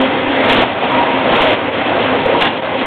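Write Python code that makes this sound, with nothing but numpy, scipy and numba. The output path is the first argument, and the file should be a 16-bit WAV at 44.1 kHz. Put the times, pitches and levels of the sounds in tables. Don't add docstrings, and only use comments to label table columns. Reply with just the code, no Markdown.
import sys
import numpy as np
from scipy import signal
from scipy.io import wavfile
from scipy.ndimage import uniform_filter1d
from numba import njit

SR = 44100
rng = np.random.default_rng(int(sys.argv[2]) if len(sys.argv) > 2 else 0)


def dump_mix(stems):
    frames = np.atleast_2d(stems).T
    limited = np.clip(frames, -1, 1)
    pcm = np.round(limited * 32767).astype(np.int16)
    wavfile.write(sys.argv[1], SR, pcm)


def invert_db(level):
    return 10 ** (np.asarray(level, dtype=float) / 20)


N = 126126


@njit
def svf(x, hz, width):
    y, band, low = np.empty(len(x)), 0., 0.
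    g, k = np.tan(np.pi * hz / SR), width / hz
    for i in range(len(x)):
        v = (band + g * (x[i] - low)) / (1 + g * (g + k))
        band, low, y[i] = 2 * v - band, low + 2 * g * v, k * v
    return y


def noise_band(hz, width):
    noise = rng.standard_normal(N)
    return svf(svf(noise, 1. * hz, 1. * width), 1. * hz, 1. * width)


def level(x, db):
    return x * invert_db(db) / np.sqrt(np.mean(x ** 2))


def walk(rate):
    hold = int(SR / rate)
    steps = np.repeat(rng.standard_normal(N // hold + 1), hold)
    return 1.28 * uniform_filter1d(uniform_filter1d(steps, hold), hold)[:N]


def ring(start, hz, t60):
    t = np.maximum(np.arange(N) / SR - start, 0)
    return np.sin(2 * np.pi * hz * t) * np.exp(-np.log(1000) * t / t60)


# (frequency [Hz], density [dB per Hz])
ROAR_SPECTRUM = [(29, -52), (50, -7), (197, -10), (257, -0.5), (343, -8.5), (520, 1), (1280, -10),
                 (3150, -13.5), (3700, -12.5), (4810, -47.5), (8140, -120)]


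def roar():
    swell_db, shared_db, flicker_db = -0.95, 0.3, 1.87
    swell = walk(2.513)
    shared = [walk(9.89) for _ in range(7)]
    hz_points, db_points = np.array(ROAR_SPECTRUM).T
    out = 0
    for k, hz in enumerate(50 * 2 ** (np.arange(20) / 3)):
        db = np.interp(np.log(hz), np.log(hz_points), db_points)
        motion = swell_db * swell + shared_db * shared[k // 3] + flicker_db * walk(20)
        out = out + noise_band(hz, hz / 3) * invert_db(db + motion)
    return level(out, -0.5)


# (frequency [Hz], width [Hz], level [dB])
HUM_LINES = [
    (109.4, 12, -26),
    (795.2, 42, -16.5),
    (355.2, 5.7, -21.5),
    (298, 7.7, -17),
    (942, 43, -16),
]


def motor_hum():
    return sum(level(noise_band(hz, width), db) for hz, width, db in HUM_LINES)


def wavering_tone(hz, db, phase, swing_db):
    t = np.arange(N) / SR
    return level(np.sin(2 * np.pi * hz * t + phase) * invert_db(swing_db), db)


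# (time [s], swell [dB])
LOAD_SWELL = [(0, 8), (.2, 4.5), (.45, 3.5), (.7, -3), (1.0, 2), (1.3, -3), (1.6, 0.5), (1.95, 2), (2.1, 1),
              (2.3, 4), (2.55, -4), (2.86, 0)]
# (frequency [Hz], level [dB])
BLADE_TONES = [
    (264, -13),
    (528, -15.5),
]


def blower():
    swell = invert_db(np.interp(np.arange(N) / SR, *np.array(LOAD_SWELL).T))
    return swell * sum(wavering_tone(hz, db, 1.3 * walk(20), 3.8 * walk(15)) for hz, db in BLADE_TONES)


# (frequency [Hz], level [dB])
WHINE_TONES = [
    (1473, -48),
    (2067, -23.5),
    (2654, -23.5),
    (3241, -26.5),
]


def gear_whine():
    return sum(wavering_tone(hz, db, .8 * walk(6), 1.4 * walk(2.2)) for hz, db in WHINE_TONES)


# (time [s], level [dB], pitch [Hz])
FRAME_KNOCKS = [(0.014, -9, 548), (0.269, -13, 501), (0.624, -4.5, 682), (0.825, -4, 732),
                (0.918, -2.5, 947), (0.979, -8.5, 942), (1.004, -3, 743), (1.029, -15, 750),
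                (1.385, -4.5, 815), (1.479, -10.5, 856), (1.504, -16.5, 517), (1.955, -6, 601),
                (2.259, 0.5, 526), (2.349, -3, 960), (2.746, -2.5, 500)]


def frame_knocks():
    t60 = 0.065
    out = 0
    for s, db, hz in FRAME_KNOCKS:
        pair = ring(s, hz, t60) + 0.83 * ring(s + .001, 1.1 * hz, .7 * t60)
        out = out + invert_db(db + 8.5) * pair
    return out


# (time [s], level [dB], pitch [Hz], ring time [s])
PANEL_CLANGS = [
    (1.46, 2.5, 640, 0.23),
    (1.49, 2, 600, 0.21),
    (1.33, -1, 1050, 0.15),
    (1.9, -4, 550, 0.3),
    (2.7, -4.5, 520, 0.45),
    (1.34, -2, 222, 0.09),
    (.8, -2.5, 920, 0.15),
    (.98, -1.5, 950, .35),
]


def panel_clangs():
    return sum(invert_db(db) * ring(s, hz, t60) for s, db, hz, t60 in PANEL_CLANGS)


# (start [s], length [s], level [dB])
PAPER_HANDFULS = [
    (0.285, 2.56, -12),
    (0.437, 0.19, -9),
    (0.492, 0.051, -2),
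    (1.344, 0.22, -8.5),
    (1.405, 0.036, -6),
    (1.513, 0.019, -7),
    (1.987, 0.1, -14),
    (2.407, 0.039, 4),
    (2.441, 0.057, -2.5),
    (2.776, 0.064, -9),
]


def paper_crackle():
    t = np.arange(N) / SR
    creases = (rng.random(N) < 3500 / SR) * rng.standard_normal(N)
    creases = creases * invert_db(2.5 * rng.exponential(size=N))
    crackle = level(svf(creases, 3020., 5040.), 0)
    hand = 0
    for s, length, db in PAPER_HANDFULS:
        fade_in = np.clip((t - s) / .004, 0, 1)
        fade_out = np.clip((s + length - t) / 0.024, 0, 1)
        hand = hand + invert_db(db) * fade_in * fade_out
    return crackle * hand


# (time [s], level [dB])
SHEET_SNAPS = [(0.0165, -33.5), (0.3687, -40.5), (0.4567, -36), (0.4924, -32.5), (0.4995, -27),
               (0.5162, -32), (0.526, -25.5), (0.5276, -40.5), (0.5322, -26.0), (0.5474, -30),
               (0.5732, -34.5), (0.6197, -32), (0.629, -37), (0.919, -38), (1.355, -36.0), (1.368, -34),
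               (1.4196, -27.5), (1.4285, -35.6), (1.4331, -37.5), (1.4443, -34), (1.4506, -40.5),
               (1.4767, -37), (1.5092, -36), (1.532, -36.2), (2.2614, -38), (2.2637, -38.5), (2.4116, -29),
               (2.4248, -24.5), (2.4544, -33), (2.8598, -26.5)]


def sheet_snaps():
    return sum(invert_db(8 + 0.59 * db) * ring(s, 1770, 0.012) for s, db in SHEET_SNAPS)


def hall(near):
    t = np.arange(int(.5 * SR)) / SR
    decay = np.exp(-np.log(1000) * t / 1)
    tail = svf(rng.standard_normal(len(t)), 790.0, 1700.0) * decay * (t > .008)
    return invert_db(-10) * signal.fftconvolve(near, tail / np.sqrt(np.sum(tail ** 2)))[:N]


def scene():
    machines = roar() + motor_hum() + blower() + gear_whine()
    near = frame_knocks() + panel_clangs() + paper_crackle() + sheet_snaps()
    return (machines + near + hall(near))[None]


# (time [s], gain [dB])
CAMERA_GAIN = [(0, -14), (.2, -15), (.5, -11.5), (.635, -10.5), (.65, -17.5), (.8, -18), (.825, -14.5),
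               (1.26, -14), (1.34, -11.5), (1.54, -13), (1.555, -19), (1.86, -14.5), (1.92, -14.5),
               (2.47, -13.5), (2.51, -18), (2.6, -19), (2.7, -17.5), (2.86, -14.5)]
# (time [s], depth [dB], length [s])
GAIN_DUCKS = [
    (0.747, -2.5, 0.0077),
    (1.71, -6.5, 0.007),
    (1.838, -3, 0.01),
    (2.612, -8, 0.0064),
]


def pumping_gain(x):
    t = np.arange(N) / SR
    ducks = sum(db * np.exp(-.5 * ((t - s) / length) ** 2) for s, db, length in GAIN_DUCKS)
    return x * invert_db(np.interp(t, *np.array(CAMERA_GAIN).T) + ducks)


def microphone(x):
    x = signal.sosfilt(signal.butter(6, 3740, fs=SR, output="sos"), x)
    return signal.sosfilt(signal.butter(4, 87, "high", fs=SR, output="sos"), x)


def converter(x):
    up, down, top = 80, 441, .6
    low_rate = np.clip(signal.resample_poly(x, up, down), -top, top - .04)
    rebuild = signal.firwin(16001, 4060, window=("kaiser", 9.0), fs=SR * up)
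    return signal.resample_poly(low_rate, down, up, window=rebuild)[:N]


# (time [s], level [dB])
GRAZE_EVENTS = [(.4625, -27.5), (.510, -32), (.578, -30), (.595, -33), (.622, -22), (.636, -32),
                (.639, -40), (.929, -30), (1.001, -34), (1.007, -24), (1.364, -27), (1.424, -32),
                (1.447, -34), (1.486, -30), (1.500, -34), (1.524, -29), (1.98, -40), (2.408, -34),
                (2.442, -31), (2.459, -30)]
# (time [s], level [dB])
OVERLOAD_THUMPS = [
    (.01, -30),
    (.28, -29),
    (.52, -26),
    (.59, -23),
    (1.33, -28),
    (1.41, -22),
    (1.49, -30),
    (2.26, -29),
    (2.43, -26),
    (2.85, -31),
]


def overload_ticks():
    t = np.arange(N) / SR
    ticks = sum(invert_db(db + 9) * np.maximum(1 - ((t - s) / .000038) ** 2, 0) for s, db in SHEET_SNAPS)
    grazes = sum(invert_db(db) * np.exp(-.5 * ((t - s) / .00006) ** 2) for s, db in GRAZE_EVENTS)
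    thumps = sum(invert_db(db) * np.exp(-.5 * ((t - s) / .004) ** 2) for s, db in OVERLOAD_THUMPS)
    return ticks + grazes + thumps


def roll_off(x):
    return signal.sosfilt(signal.butter(12, 15900, fs=SR, output="sos"), x)


def record(dry):
    x = converter(microphone(pumping_gain(dry[0])))
    mix = (x - overload_ticks())[None]
    return roll_off(mix)


dry = scene()
out = record(dry)
dump_mix(out)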